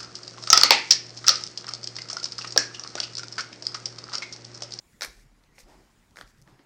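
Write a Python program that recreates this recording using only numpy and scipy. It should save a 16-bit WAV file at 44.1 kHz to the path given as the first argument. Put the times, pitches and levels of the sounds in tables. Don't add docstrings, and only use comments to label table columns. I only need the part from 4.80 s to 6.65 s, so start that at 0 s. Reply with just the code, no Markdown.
import sys
import numpy as np
from scipy import signal
from scipy.fft import rfft, irfft, next_fast_len
from scipy.io import wavfile
from scipy.ndimage import uniform_filter1d

SR = 44100
rng = np.random.default_rng(int(sys.argv[2]) if len(sys.argv) > 2 else 0)


def store_wav(level_fs):
    pcm = np.round(np.clip(np.atleast_2d(level_fs), -1, 1) * 32767)
    wavfile.write(sys.argv[1], SR, pcm.T.astype(np.int16))


def linear_from_db(decibels):
    return 10 ** (np.asarray(decibels, float) / 20)


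N = 81585

# f/Hz, level/dB per Hz
AIR_COLOUR = [(18, -9), (40, 2.5), (75, -5), (170, -3.5), (560, -15.5), (2050, -18), (2900, -25),
              (6000, -26.5), (16000, -41.5)]
# t/s, level/dB
DOWN_LEVEL = [(0.0, -64.5), (0.262, -66), (0.406, -72), (0.54, -79), (0.762, -90), (0.936, -74),
              (1.23, -70.5), (1.494, -72.5), (1.85, -79.5)]
# f/Hz, level/dB per Hz
DOWN_COLOUR = [(1470, -63), (2500, -14), (5610, -10.5), (6150, -16), (6920, -0.5), (8940, -9), (15200, -15),
               (16000, -1)]
# t/s, rise/s, hold/s, fall/s, level/dB
TEARS = [(0.22, .002, 0.029, 0.02, -45), (0.298, 0.024, .13, 0.015, -64), (.635, 0.0061, 0.0046, .008, -71),
         (0.766, 0.017, 0.071, 0.015, -64), (0.789, 0.0042, .006, 0.0033, -56.5),
         (0.8, 0.0012, 0.0046, 0.0083, -54), (.89, 0.013, 0.041, 0.12, -66.5),
         (1.368, 0.0035, 0.052, 0.011, -56.5), (1.475, .015, 0.033, 0.0075, -66),
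         (1.58, 0.0085, 0.019, 0.012, -71), (1.679, .008, 0.024, 0.053, -70.5),
         (0.126, .01, 0.0088, 0.0074, -70.5)]
# f/Hz, level/dB per Hz
BARB_COLOUR = [(290, -51), (500, 2.5), (1020, -28.5), (1970, 0.5), (2960, -11), (5390, -2), (9940, -11.5),
               (12900, -17), (16300, -22)]
# t/s, peak level/dB, skin pop level/dB, bright crack level/dB
RIP_QUILLS = [(.2097, -23, -5, -16), (.2149, -32, -14, -8), (.2198, -16, -5, -16), (.2218, -21.5, -6, -14),
              (.2234, -20, -11, -14), (.2285, -20, -10, -12), (.231, -23, -9, -12), (.2329, -24, -5, -12),
              (.2344, -22, -6, -12), (.2377, -24, -3, -10), (.2395, -30, 3, -12), (.2458, -24.5, 2, -4),
              (.248, -20.5, -1, 0), (.2497, -25, -3, -3), (.2598, -30, -6, 0)]
# t/s, peak level/dB, skin pop level/dB, bright crack level/dB, pitch factor/1
SINGLE_QUILLS = [(.638, -52, -5, -16, .95), (.7821, -37.5, 10, -16, 1.08), (1.3094, -52, -10, -12, 1.08),
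                 (1.3588, -40.5, 0, -10, .95), (1.3706, -30.5, 5, -12, 1.05), (1.381, -40, 14, -10, .8),
                 (1.3872, -33, 6, -6, .82), (1.4114, -26.5, 3, -12, .8), (1.4255, -41, 9, -8, .9),
                 (1.4762, -46, -8, -14, 1.1), (1.6166, -44, -25, -3, 1.2), (1.6229, -45.5, -25, -10, 1.15),
                 (1.6761, -44.5, 7, -20, .76), (1.686, -51, 14, -10, .72), (1.7928, -49, 1, -16, .85),
                 (.39, -53, 9, -14, .9)]
# low f/Hz, high f/Hz, time to fall 60 dB/s
FLESH = (450, 1200, .01)
SKIN = (1450, 2350, .005)
SHAFT = (3650, 5800, .0065)
CRACK = (7200, 10500, .005)
TIP = (11500, 15000, .007)
# f/Hz, time to fall 60 dB/s
WALL_DECAY = [(300, .3), (3000, 0.33), (12000, 0.19)]
# t/s, rise/s, fall/s, level/dB
STROKES = [
    (.25, .03, 0.051, -51),
    (0.932, 0.077, 0.12, -57.5),
    (1.411, 0.026, 0.048, -57.5),
    (1.689, 0.026, 0.1, -61.5),
    (1.8, 0.012, 0.045, -66.5),
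]
# f/Hz, level/dB per Hz
PALM_COLOUR = [(88, -13), (150, -8), (347, -2.5), (502, -11.5), (859, -7), (1150, -15), (4000, -25.5),
               (5200, -19), (8800, -120)]
# t/s, level/dB, f/Hz, time to fall 60 dB/s
THUMPS = [
    (.275, -39, 47.8, 0.14),
    (0.349, -50, 37.6, 0.99),
    (.832, -43, 36, 0.22),
    (0.901, -54, 42, 0.69),
    (1.43, -43.5, 41.3, 0.21),
    (1.5, -77, 42, 0.33),
]
# t/s, level/dB, f/Hz, time to fall 60 dB/s
BUMPS = [
    (0.439, -54.5, 144.5, .1),
    (1.417, -53.5, 117, 0.33),
    (1.587, -49.5, 133, 0.086),
    (1.614, -45.5, 131.4, 0.14),
    (1.663, -48, 169, 0.12),
    (1.686, -48, 300, 0.057),
    (1.721, -46.5, 127, 0.096),
    (1.795, -41.5, 283, 0.035),
]


def unit(x):
    return x / np.sqrt(np.mean(x ** 2) + 1e-20)


def along(points, hz):
    f, value = np.transpose(points)
    return np.interp(np.log(hz + 1), np.log(f + 1), value)


def coloured(x, colour):
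    size = next_fast_len(N + 8192)
    gain = linear_from_db(along(colour, np.fft.rfftfreq(size, 1 / SR)))
    return unit(irfft(rfft(x, size) * gain, size)[:N])


def patchy(depth_db):
    z = signal.stft(rng.standard_normal(N + 512), nperseg=512)[2]
    patches = uniform_filter1d(rng.standard_normal(z.shape), size=6, axis=0)
    patches = uniform_filter1d(patches, size=8, axis=1)
    return signal.istft(z * linear_from_db(depth_db * unit(patches)), nperseg=512)[1][:N]


def swell(s, rise, hold, fall, db):
    t = np.arange(N) / SR
    before = np.maximum(s - t, 0)
    after = np.maximum(t - s - hold, 0)
    return linear_from_db(db) * np.exp(-(before / rise) ** 2 - after / fall)


def room_air():
    return linear_from_db(-63) * coloured(patchy(2.5), AIR_COLOUR)


def down():
    s, db = np.transpose(DOWN_LEVEL)
    loudness = linear_from_db(np.interp(np.arange(N) / SR, s, db))
    return loudness * coloured(patchy(2.0), DOWN_COLOUR)


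def barbs():
    ticks_per_s, spread_db = 3000, 5
    happens = rng.random(N) < ticks_per_s / SR
    strength = linear_from_db(spread_db * rng.standard_normal(N))
    ticks = happens * strength * rng.choice([-1, 1], N)
    hiss = unit(patchy(3.3))
    rustle = coloured(unit(ticks) + hiss, BARB_COLOUR)
    return sum(swell(*tear) for tear in TEARS) * rustle


def quills():
    flesh_db, tip_db = -9, -6
    click, lead_s = 4, .0001
    out, t = np.zeros(N + SR), np.arange(SR // 20) / SR
    rows = [row + (1,) for row in RIP_QUILLS] + SINGLE_QUILLS
    noises = rng.standard_normal((len(rows), 5, len(t)))
    for (s, db, pop_db, crack_db, pitch), noise in zip(rows, noises):
        snap = 0
        levels = [pop_db + flesh_db, pop_db, 0, crack_db, crack_db + tip_db]
        parts = [FLESH, SKIN, SHAFT, CRACK, TIP]
        for part_db, (lo_hz, hi_hz, t60), x in zip(levels, parts, noise):
            edges = [lo_hz * pitch, hi_hz * pitch]
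            band = signal.butter(3, edges, "bandpass", fs=SR, output="sos")
            push = x * linear_from_db(-60 * t / t60) - click * (t == 0)
            ring = signal.sosfilt(band, push)
            snap = snap + linear_from_db(part_db) * ring / np.abs(ring).max()
        start = round((s - lead_s) * SR)
        out[start:][:len(t)] += linear_from_db(db) * snap / np.abs(snap).max()
    return out[:N]


def walls(x):
    hz, t, z = signal.stft(rng.standard_normal(SR // 2), SR, nperseg=256)
    fade = linear_from_db(-60 * t / along(WALL_DECAY, hz)[:, None])
    tail = signal.istft(z * fade, SR, nperseg=256)[1]
    late = np.pad(x, (130, 0))
    return linear_from_db(-11.5) * signal.fftconvolve(late, tail / np.linalg.norm(tail))[:N]


def palm():
    strokes = sum(swell(s, rise, 0, fall, db) for s, rise, fall, db in STROKES)
    return strokes * coloured(patchy(2.35), PALM_COLOUR)


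def struck(s, db, hz, t60, rise):
    t = np.maximum(np.arange(N) / SR - s, 0)
    return linear_from_db(db - 60 * t / t60) * np.sin(2 * np.pi * hz * t) * (1 - np.exp(-t / rise))


def table():
    thumps = sum(struck(*row, rise=0.013) for row in THUMPS)
    bumps = sum(struck(*row, rise=0.008) for row in BUMPS)
    return thumps + bumps


def scene():
    snaps = quills()
    return (room_air() + down() + barbs() + snaps + walls(snaps) + palm() + table())[None]


def top_cut(x):
    return signal.sosfilt(signal.butter(12, 16470, fs=SR, output="sos"), x)


def record(dry):
    treble_cut = signal.butter(30, 15750, fs=SR, output="sos")
    kept = signal.sosfiltfilt(treble_cut, dry)
    return top_cut(kept)


dry = scene()
out = record(dry)
store_wav(out)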